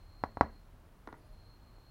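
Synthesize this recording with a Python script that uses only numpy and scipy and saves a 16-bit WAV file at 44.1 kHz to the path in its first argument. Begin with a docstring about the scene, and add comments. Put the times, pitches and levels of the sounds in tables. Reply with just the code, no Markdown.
"""A garage, one microphone by a car tyre as a hand tool is worked into the tread.
Three dull knocks come first, then two light clicks and a soft bump. Each blow rings the heavily
damped tyre or the tool; nearby surfaces and a short room tail answer. Behind them lie a low rumble,
a thin wavering whistle that drops out midway, and a faint high gliding tone."""
import sys
import numpy as np
from scipy import signal
from scipy.fft import rfft, irfft
from scipy.io import wavfile

SR = 44100
rng = np.random.default_rng(int(sys.argv[2]) if len(sys.argv) > 2 else 0)


def persist_wave(psi):
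    """Save psi, clipped to +-1, as 16-bit WAV."""
    counts = np.round(np.clip(psi, -1, 1) * 32767).astype(np.int16)
    wavfile.write(sys.argv[1], SR, np.atleast_2d(counts).T)


N = 83790
TIME, FREQ = np.arange(N) / SR, np.arange(N // 2 + 1) * SR / N
RING_TIME = np.arange(N // 3) / SR


def undb(db):
    """Decibels to gain."""
    return 10 ** (np.asarray(db) / 20)


def coloured(gain):
    """Noise of rms 1, shaped by a gain at each frequency."""
    noise = irfft(rfft(rng.standard_normal(N)) * gain, N)
    return noise / np.std(noise)


def narrow(hz, width_hz):
    """A wavering tone: noise in one steep resonance."""
    return coloured(1 / (1 + (2 * (FREQ - hz) / width_hz) ** 2))


def ring(modes, polarity=1):
    """Damped modes set off together; with negative polarity neighbours swing in opposite directions."""
    return sum(polarity ** k * undb(db - 60 * RING_TIME / t60) * np.cos(2 * np.pi * hz * RING_TIME)
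               for k, (hz, db, t60) in enumerate(modes))


def blow(body, at, contact_ms):
    """A smooth push on a body; longer contact is duller."""
    age = np.arange(400) / SR * 1000 / contact_ms
    push = age ** 3 * np.exp(-age)
    return np.pad(signal.fftconvolve(body, push / push.sum()), (int(at * SR), N))[:N]


# Room tone around the microphone (frequency [Hz], relative density [dB])
ROOM_TONE = [(20, -3.5), (40, -0.5), (62, -10.5), (105, -10), (170, -19.5), (270, -21.5), (430, -27),
             (700, -27.5), (1150, -29), (2000, -38), (3000, -41.5), (4800, -46), (8000, -51),
             (15500, -49.5)]
# Low drones in the background (frequency [Hz], width [Hz], level [dB])
LOW_DRONES = [(35.11, 8, -63.5), (74.6, 36, -68)]
# Faint passing hums and tones (time [s], spread [s], frequency [Hz], width [Hz], level [dB])
SWELLS = [(1.24, 0.14, 615, 22, -73), (1.25, 0.057, 4780, 320, -82), (0.205, .22, 100, 11, -63),
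          (1.33, .17, 101, 10, -61)]
def room_tone():
    """Steady rumble and hiss, low drones, and faint tones that swell and fade."""
    hz, density_db = np.array(ROOM_TONE).T
    spectrum = undb(np.interp(np.log(FREQ + 1), np.log(hz), density_db))
    air = undb(-55.5) * coloured(spectrum)
    drones = sum(undb(db) * narrow(centre, width) for centre, width, db in LOW_DRONES)
    swells = sum(undb(db) * np.exp(-((TIME - at) / spread) ** 2) * narrow(centre, width)
                 for at, spread, centre, width, db in SWELLS)
    return air + drones + swells


# The whistle, far back in the sound (time [s], level [dB])
WHISTLE_LEVELS = [(0, -74.5), (.25, -69), (.4, -72), (.56, -72), (.68, -89), (.9, -100), (1.2, -85.5),
                  (1.34, -73), (1.48, -68), (1.58, -75.5), (1.9, -71.5)]
def whistle(hz=4224, waver_hz=37.4):
    """A thin whistle, a wavering tone roughened by noise, fades out and returns."""
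    pitch = hz + waver_hz * narrow(0, width_hz=120)
    tone = np.sqrt(2) * np.sin(2 * np.pi * np.cumsum(pitch) / SR)
    hiss = narrow(hz, width_hz=220)
    envelope = undb(np.interp(TIME, *np.array(WHISTLE_LEVELS).T))
    return envelope * (undb(-5) * tone + undb(-4) * hiss)


# Tail of the garage (low edge [Hz], high edge [Hz], relative level [dB], t60 [s])
GARAGE_TAIL = [(47, 430, -13, 0.27), (350, 750, -18, 0.25), (740, 1400, -18.5, .21),
               (1400, 2800, -14.5, 0.25), (2795, 4300, -9, 0.13), (5700, 11400, -8.5, .16)]
def garage(direct, echoes, tail_db, delay_s=0.0014, build_s=0.001):
    """A blow reaches the microphone directly, by a few reflections and as a short diffuse tail."""
    response = np.zeros(len(RING_TIME))
    onset = np.clip((RING_TIME - delay_s) / build_s, 0, 1)
    for low, high, db, t60 in GARAGE_TAIL:
        bandpass = signal.butter(3, [low, high], "band", fs=SR, output="sos")
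        band = signal.sosfilt(bandpass, rng.standard_normal(len(RING_TIME)))
        fade = onset * undb(-60 * RING_TIME / t60)
        response += undb(db + tail_db) * band * fade / np.linalg.norm(fade)
    response[0] += 1
    for delay, db in echoes:
        response[int(delay * SR)] += undb(db)
    return signal.fftconvolve(direct, response)[:N]


# Knocks on the tyre; the last is the soft bump
# (time [s], level [dB], contact [ms], relative thump [dB], relative snap [dB])
TYRE_KNOCKS = [(0.2379, -11, 0.097, -4.5, 2), (.3715, -18.5, .118, 1.5, 1.5), (.4103, -0.5, 0.1, -0.5, -1),
               (1.7828, -40.5, 0.19, -8, -8.5)]
# Modes of the struck tyre and tool (frequency [Hz], level [dB], t60 [s])
TYRE_MODES = [(268.5, -20.5, .028), (530, -28, .02), (822.2, -3, .009), (988, -9, 0.018),
              (1109, -23, 0.061), (1299, -12, .019), (1445.6, -34, 0.22), (1627, -13, .018),
              (1800, -39, 0.076), (1920, -11.5, .017), (2244, -22.5, 0.014), (4211, -2.5, .007),
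              (4940, 9, .003)]
# Deep thump of the carcass and the air inside (frequency [Hz], level [dB], t60 [s])
CARCASS_MODES = [(74, -30.5, .17), (118, -34, .06), (224, -45, .4), (277, -36.5, 0.15)]
# Bright snap of the steel shaft (frequency [Hz], level [dB], t60 [s])
SHAFT_MODES = [(9700, -61.5, 0.0097), (10300, -56.5, 0.0064), (12400, -49.5, 0.0099), (14400, -57.5, .005)]
# Narrow gaps that make the knock hollow (low edge [Hz], high edge [Hz], share removed [0-1])
HOLLOW_GAPS = [(1150, 1200, .7), (2390, 2520, 0.8), (3480, 3620, .7)]
# Weak returns from nearby surfaces (delay [s], level [dB])
KNOCK_REFLECTIONS = [(.0072, -25.5), (.0087, -26), (0.023, -25.5)]
def knocks():
    """The tool jolts in the tread: its shaft snaps and the tyre answers with a dull, hollow knock."""
    tyre, thump, snap = ring(TYRE_MODES), ring(CARCASS_MODES), ring(SHAFT_MODES)
    sound = np.zeros(N)
    for at, db, contact_ms, thump_db, snap_db in TYRE_KNOCKS:
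        dull = blow(tyre + undb(thump_db) * thump, at, contact_ms)
        bright = undb(snap_db) * blow(snap, at, contact_ms=0.0069)
        sound += undb(db) * (dull + bright)
    for low, high, share in HOLLOW_GAPS:
        gap = signal.butter(1, [low, high], "band", fs=SR, output="sos")
        sound -= share * signal.sosfilt(gap, sound + 1e-18)
    return -garage(sound, KNOCK_REFLECTIONS, tail_db=0)


def glide(middle_s=0.997, half_length_s=0.5, lowest_hz=9660, rise_hz=950):
    """In the whistle's gap a faint high tone sinks and rises again."""
    position = (TIME - middle_s) / half_length_s
    bend = np.exp(2j * np.pi * np.cumsum(rise_hz * position ** 2) / SR)
    tone = np.real(signal.hilbert(narrow(lowest_hz, width_hz=40)) * bend)
    return undb(-87.5) * np.exp(-position ** 4) * tone


# Light clicks of the tool in the tread (time [s], level [dB], contact [ms])
TOOL_CLICKS = [(1.0737, -25.5, 0.052), (1.1269, -29.5, 0.0514)]
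# Modes of the tool and the rubber that holds it (frequency [Hz], level [dB], t60 [s])
TOOL_MODES = [(210.2, -23.5, 0.088), (313.7, -14, 0.046), (431, -11, 0.013), (936, -10, 0.037),
              (1230, -15, 0.0121), (1398, -12.5, 0.026), (2005, -15.5, .016), (2176, -20, .014)]
# Modes of the tool's sharp tip (frequency [Hz], level [dB], t60 [s])
TIP_MODES = [(4010, -8, 0.0058), (5230, -12.5, 0.011), (6100, -7.5, .008)]
# Strong returns from nearby surfaces (delay [s], level [dB])
CLICK_REFLECTIONS = [(.0027, -4.5), (0.0139, -6)]
def clicks(bounce_s=0.00169, bounce_db=-9.5):
    """The tool shifts and clicks twice, each with a bounce; its body fills the room, its tip is dry."""
    def struck(part):
        return sum(undb(db) * (blow(part, at, ms) + undb(bounce_db) * blow(part, at + bounce_s, ms))
                   for at, db, ms in TOOL_CLICKS)
    body = struck(ring(TOOL_MODES, polarity=-1.001))
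    tip = struck(ring(TIP_MODES, polarity=-0.936))
    return garage(body, CLICK_REFLECTIONS, tail_db=11) + tip


def scene():
    """Everything at the microphone, in mono: tyre and tool in front, room tone behind."""
    return (knocks() + clicks() + whistle() + glide() + room_tone())[None]


def record(dry, low_cut_hz=25, top_hz=15850):
    """The recorder cuts the deepest rumble and the highest treble."""
    low_cut = signal.butter(3, low_cut_hz, "high", fs=SR, output="sos")
    high_cut = signal.ellip(10, .1, 70, top_hz, fs=SR, output="sos")
    return signal.sosfilt(high_cut, signal.sosfilt(low_cut, dry))


dry = scene()
out = record(dry)
persist_wave(out)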